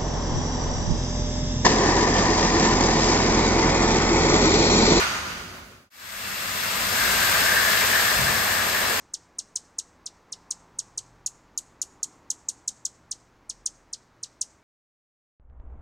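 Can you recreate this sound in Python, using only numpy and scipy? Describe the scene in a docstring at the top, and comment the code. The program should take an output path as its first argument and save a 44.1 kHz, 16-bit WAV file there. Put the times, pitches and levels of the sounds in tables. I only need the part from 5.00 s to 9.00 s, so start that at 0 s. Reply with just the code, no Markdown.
"""Steam locomotive in a station hall

With the microphone at the engine's side, a rush of steam dies away over the idling engine and fades out.
The sound fades in again from the front: the open cylinder drain cocks swell to a dense hiss with a
hoarse, slowly rising resonance, the hall returns a diffuse roar, and the chimney gives one deep chuff."""
import sys
import numpy as np
from scipy import signal
from scipy.fft import rfft, irfft, next_fast_len
from scipy.io import wavfile
from scipy.ndimage import uniform_filter1d, map_coordinates

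SR = 44100
rng = np.random.default_rng(int(sys.argv[2]) if len(sys.argv) > 2 else 0)


def transcribe(u):
    """Save the signal u as a 16-bit wav file named by the first command-line argument.

    u: samples, shape (n,) or (channels, n), limited to [-1, 1]; the rate is SR.
    q: integer samples, one column per channel.
    """
    v = np.clip(np.atleast_2d(u).T, -1, 1)
    q = np.round(v * 32767).astype(np.int16)
    wavfile.write(sys.argv[1], SR, q)


N = 176400
T = np.arange(N) / SR


def amp(db):
    """Decibels to gain."""
    return 10 ** (np.asarray(db) / 20)


def unit(x):
    """Scale to rms 1."""
    return x / np.sqrt(np.mean(x ** 2) + 1e-20)


def along(points, hz):
    """Read (f/Hz, value) points on a log frequency axis."""
    freqs, values = np.transpose(points)
    return np.interp(np.log(hz + 1), np.log(freqs + 1), values)


def curve(points):
    """Read (t/s, value) points at every sample."""
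    return np.interp(T, *np.transpose(points))


def wobble(rate_hz):
    """A smooth random curve with rate_hz knots a second."""
    return map_coordinates(rng.standard_normal(4096), [T * rate_hz], mode="wrap")


def filtered(x, response):
    """Filter x by a complex response of frequency."""
    size = next_fast_len(N + SR // 4)
    return irfft(rfft(x, size) * response(np.fft.rfftfreq(size, 1 / SR)), size)[..., :N]


def lean(left_db):
    """Left and right gains for a source louder on the left by left_db."""
    return amp(np.array([[.5], [-.5]]) * left_db)


def stereo(mid, side):
    """Mid and side to left and right, at rms 1."""
    return unit(np.array([mid + side, mid - side]))


def firm(x):
    """Even out the slow swells of a stereo noise, leaving rms 1."""
    power = uniform_filter1d(np.mean(x ** 2, axis=0), size=1500)
    return x / np.sqrt(np.abs(power) + 1e-12)


def rush(spectrum, correlation, patchy_db):
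    """Turbulent stereo noise of rms 1, with brief patches of random gain; spectrum is a density shape."""
    def mid_side_gains(hz):
        angle = np.arccos(np.clip(along(correlation, hz), -.99, .99)) / 2
        return amp(along(spectrum, hz)) * [np.cos(angle), np.sin(angle)]

    cells = signal.stft(rng.standard_normal((2, N)), nperseg=256)[2]
    patches = uniform_filter1d(rng.standard_normal(cells.shape[1:]), size=8, axis=0)
    patches = uniform_filter1d(patches, size=10, axis=1)
    noise = signal.istft(cells * amp(patchy_db * unit(patches)), nperseg=256)[1][:, :N]
    return stereo(*filtered(noise, mid_side_gains))


def resonance(centre_hz, half_width_hz, side_db):
    """Stereo noise of rms 1 in a narrow band around a steady or moving centre."""
    noise = rng.standard_normal((2, 2, N))
    in_phase, quadrature = filtered(noise, lambda hz: 1 / np.sqrt(1 + (hz / half_width_hz) ** 4))
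    phase = 2 * np.pi * np.cumsum(centre_hz * np.ones(N)) / SR
    mid, side = in_phase * np.cos(phase) + quadrature * np.sin(phase)
    return stereo(mid, side * amp(side_db))


# Steam hiss at the engine's side, with a deep gap near 10 kHz from audio coding (f/Hz, level/dB)
STEAM_SPECTRUM = [(200, -16), (450, -10.5), (750, -8), (1020, -2.5), (1400, -2), (1900, -3), (2400, -4),
                  (3600, -9), (4400, -9.5), (4900, -7), (5700, -10), (6300, -11), (7000, -12), (8200, -16),
                  (9200, -21), (10200, -47), (11400, -21), (13000, -31), (15500, -38)]
STEAM_CORRELATION = [(300, 0.5), (700, .3), (1300, 0.43), (2200, -0.14), (5000, -0.085), (7000, 0.3),
                     (10000, -0.35), (12000, 1), (14500, -1.1)]  # its stereo image (f/Hz, left-right correlation)
STEAM_NOTCHES = [(5340, 200, -8), (7530, 300, -12)]  # hollows in its colour (f/Hz, half width/Hz, level/dB)
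STEAM_RINGS = [(1230, 10, -12.5), (1427, 86, -8.5)]  # its resonances (f/Hz, half width/Hz, level/dB re the steam)
STEAM_LEVEL = [(0, -21.5), (.1, -26.5), (.26, -32), (.5, -37.5), (.88, -40.5)]  # its decay, before the fade (t/s, level/dB)
def dying_steam():
    """At the engine's side, a little right of the microphone: ringing steam dies away in the hall."""
    def hollows(hz):
        return amp(sum(db * np.exp(-((hz - centre) / width) ** 2) for centre, width, db in STEAM_NOTCHES))

    steam = filtered(rush(STEAM_SPECTRUM, STEAM_CORRELATION, patchy_db=0.55), hollows)
    ringing = sum(amp(db) * resonance(hz, width, side_db=-1) for hz, width, db in STEAM_RINGS)
    level_db = curve(STEAM_LEVEL) + 0.49 * wobble(25.3)
    return amp(level_db) * (steam + ringing) * lean(left_db=-1.5)


ENGINE_SPECTRUM = [(25, -16), (45, -4.5), (85, 1), (125, -5.5), (170, -3.5), (250, -5.5), (330, -14.5),
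                   (600, -10.5), (1500, -27), (6000, -30)]  # idling engine from the side (f/Hz, level/dB)
ENGINE_LEVEL = [(.3, -41), (.85, -40)]  # its rumble, before the fade (t/s, level/dB)
LOW_CORRELATION = [(60, 0.96), (160, 0.98), (350, 0.78), (700, 0.55), (1500, 0.16)]  # stereo image of all low rushes (f/Hz, left-right correlation)
def idling_engine(hum_hz=367, hum_db=-52.5):
    """Beside the standing engine: an even rumble and a faint, wavering hum."""
    hum = amp(hum_db + 1.9 * wobble(8)) * np.sqrt(2) * np.sin(2 * np.pi * hum_hz * T)
    rumble = firm(rush(ENGINE_SPECTRUM, LOW_CORRELATION, patchy_db=1.2))
    return amp(curve(ENGINE_LEVEL)) * rumble + hum


STEAM_FLOW = [(.9, -10), (1.25, -11), (1.55, -6.5), (1.83, -3.5), (2.05, -0.5), (2.25, 0.5), (2.6, 0),
              (3.0, 0.4), (3.4, -2), (3.75, -3), (4, -3)]  # strength of the flow from the cocks (t/s, level/dB)
# Diffuse roar of the hall, with a deep gap near 10 kHz from audio coding (f/Hz, level/dB)
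ROAR_SPECTRUM = [(300, -16.5), (800, -10.5), (1150, -3), (1600, -1), (2200, -2), (2500, -5), (2850, -5.5),
                 (3100, -7.5), (3450, -6.5), (4400, -6.5), (5200, -6.5), (5650, -9.5), (6300, -11),
                 (7000, -11), (10000, -50), (16000, -29)]
ROAR_CORRELATION = [(500, 0.75), (1100, -0.071), (1750, 0.13), (2600, 0.47), (3400, 0.064), (4800, 0.3),
                    (5800, -0.29), (6800, 0.12), (9000, -0.098)]  # its stereo image (f/Hz, left-right correlation)
ROAR_BALANCE = [(400, 1.5), (1400, 4.3), (2500, 3.8), (5200, 4.5), (6500, 2.5)]  # its lean to the left (f/Hz, level/dB left minus right)
JET_SPECTRUM = [(2000, -10), (5500, -12), (7200, -1.5), (8600, 2), (10100, -5.5), (11500, 2), (12800, -3.5),
                (14300, -3), (15600, -8.5)]  # hiss straight from the jets (f/Hz, level/dB)
JET_CORRELATION = [(5000, 0.41), (8500, 0.93), (10200, 1), (11700, 0.99), (13500, 1), (15500, .6)]  # its stereo image (f/Hz, left-right correlation)
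def drain_cocks(roar_db=-23, hiss_db=-26.5, right_lead_ms=0.1474):
    """From the front: one sputtering flow drives the direct hiss, a little right, and the hall's roar."""
    def right_first(hz):
        return np.exp(1j * np.pi * hz * right_lead_ms / 1000 * np.array([[-1], [1]]))

    flow_db = curve(STEAM_FLOW) + 0.16 * wobble(21.6) + 0.29 * wobble(160)
    roar = rush(ROAR_SPECTRUM, ROAR_CORRELATION, patchy_db=0.6)
    roar = filtered(roar, lambda hz: lean(along(ROAR_BALANCE, hz)))
    hiss = filtered(rush(JET_SPECTRUM, JET_CORRELATION, patchy_db=0.83), right_first)
    hiss_gain = amp(hiss_db + 1.01 * flow_db + 0.12 * wobble(60))
    return amp(roar_db + flow_db) * roar + hiss_gain * hiss


ROAR_RINGS = [(652, -46.5), (1209, -39.5), (1005, -46.5), (1550, -41.5), (2690, -41.5), (3380, -42),
              (3960, -45)]  # faint steady pitches within the roar (f/Hz, level/dB re the flow)
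def roar_rings(relative_half_width=0.016):
    """Left of the microphone: narrow resonances swell with the flow."""
    def peaks(hz):
        power = sum(amp(db) ** 2 / centre / (1 + ((hz / centre - 1) / relative_half_width) ** 2) ** 2
                    for centre, db in ROAR_RINGS)
        return np.sqrt(power)

    mid, side = filtered(rng.standard_normal((2, N)), peaks)
    total_rms = np.sqrt(sum(amp(db) ** 2 for _, db in ROAR_RINGS))
    return total_rms * amp(curve(STEAM_FLOW)) * stereo(mid, side * amp(-1)) * lean(left_db=4.3)


CLOUD_SPECTRUM = [(150, -17), (300, -9.5), (480, -2.5), (670, 1), (850, -2.5), (1200, 0.5), (2500, -27)]  # billowing steam (f/Hz, level/dB)
CLOUD_LEVEL = [(.9, -52.5), (1.5, -44), (1.85, -38), (2.15, -32), (3, -32), (4, -31)]  # its swell (t/s, level/dB)
def steam_clouds():
    """Down beside the wheels: the low rush of steam clouds as they build."""
    clouds = rush(CLOUD_SPECTRUM, LOW_CORRELATION, patchy_db=1.1)
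    return amp(curve(CLOUD_LEVEL)) * clouds * lean(left_db=0.91)


BOILER_SPECTRUM = [(22, -31), (32, -24), (45, 3), (75, 1.5), (130, -4), (220, 1.5), (300, -10.5),
                   (600, -38)]  # boiler rumble from the front (f/Hz, level/dB)
BOILER_LEVEL = [(.9, -54), (1.5, -48), (2.1, -39), (2.6, -43.5), (3.1, -42.5), (4, -43.5)]  # its swell (t/s, level/dB)
DRONE_BANDS = [(96, -5.5), (195, -8), (242, -13)]  # its drone (f/Hz, level/dB re the rumble)
def boiler():
    """Straight ahead of the microphone: the boiler rumbles with a rough, uneven drone."""
    drone = sum(amp(db) * resonance(hz, half_width_hz=5.8, side_db=-16) for hz, db in DRONE_BANDS)
    rumble = firm(rush(BOILER_SPECTRUM, LOW_CORRELATION, patchy_db=1.5))
    return amp(curve(BOILER_LEVEL)) * (rumble + drone)


HOWL_PITCH = [(1, 1640), (2.08, 1635), (2.55, 1680), (3.1, 1730), (4, 1730.5)]  # centre of the cocks' hoarse resonance (t/s, f/Hz)
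HOWL_SWELL = [(1, -56), (1.94, -37.5), (2.03, -29.5), (2.12, -36.5), (2.24, -28.5), (2.62, -25.5),
              (2.71, -28.5), (3.5, -30), (4, -34)]  # its strength (t/s, level/dB)
def howl(flutter_db=2.2):
    """Left of the microphone: the jets excite a broad, fluttering resonance whose pitch creeps up."""
    level_db = curve(HOWL_SWELL) + flutter_db * wobble(29.93)
    band = resonance(curve(HOWL_PITCH), half_width_hz=127, side_db=-7.5)
    return amp(level_db) * band * lean(left_db=3.5)


COCK_WHISTLES = [(1.15, 2.004, 2697, 89, -44.5), (1.98, 2.71, 1580, 12, -34.5),
                 (2.25, 3.2, 1795, 15, -39.5)]  # whistling cocks (start t/s, end t/s, f/Hz, half width/Hz, level/dB)
def whistles(ramp_s=0.063):
    """Left of the microphone: airy whistles catch and let go as the pressure at the cocks changes."""
    sound = np.zeros((2, N))
    for start, end, hz, width, db in COCK_WHISTLES:
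        gate = np.clip(np.minimum(T - start, end - T) / ramp_s, 0, 1)
        sound += amp(db) * gate * resonance(hz, width, side_db=-2)
    return sound * lean(left_db=3.5)


PUFFS = [(3.169, -31), (3.295, -39)]  # the chuff and its echo from farther off in the hall (t/s, level/dB)
PUFF_SPECTRUM = [(25, -24), (55, -5), (90, -3), (125, 4), (190, -6), (270, -38), (600, -49)]  # exhaust at the chimney (f/Hz, level/dB)
def chimney(attack_s=0.012, hold_s=0.09, t60_s=0.23, thump_hz=62.3, thump_db=-28, thump_t60_s=0.16):
    """Up at the chimney: a deep puff of exhaust opens with a thump, and the hall echoes the puff."""
    envelope = np.zeros(N)
    for start, db in PUFFS:
        attack = np.clip((T - start) / attack_s, 0, 1)
        decay_db = 60 * np.maximum(T - start - hold_s, 0) / t60_s
        envelope += attack * amp(db - decay_db)
    exhaust = firm(rush(PUFF_SPECTRUM, LOW_CORRELATION, patchy_db=3.0))
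    age = np.maximum(T - PUFFS[0][0], 0)
    thump = amp(thump_db - 60 * age / thump_t60_s) * np.sin(2 * np.pi * thump_hz * age)
    return envelope * exhaust + thump


def scene(switch_s=0.9006, fade_out_s=0.61, fade_in_s=0.37):
    """Two microphone positions in the hall: the side fades to silence, then the front fades in."""
    beside = dying_steam() + idling_engine()
    in_front = drain_cocks() + roar_rings() + steam_clouds() + boiler() + howl() + whistles() + chimney()
    fade_out = np.clip((switch_s - T) / fade_out_s, 0, 1)
    fade_in = np.clip((T - switch_s) / fade_in_s, 0, 1)
    return fade_out * beside + fade_in * in_front


def record(dry, low_cut_hz=41, top_hz=15750):
    """The microphone chain cuts the deepest bass and keeps nothing above its band limit."""
    def passband(hz):
        low_cut = (hz / low_cut_hz) ** 4 / np.sqrt(1 + (hz / low_cut_hz) ** 8)
        return low_cut * (hz < top_hz)

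    return filtered(dry, passband)


dry = scene()
out = record(dry)
transcribe(out)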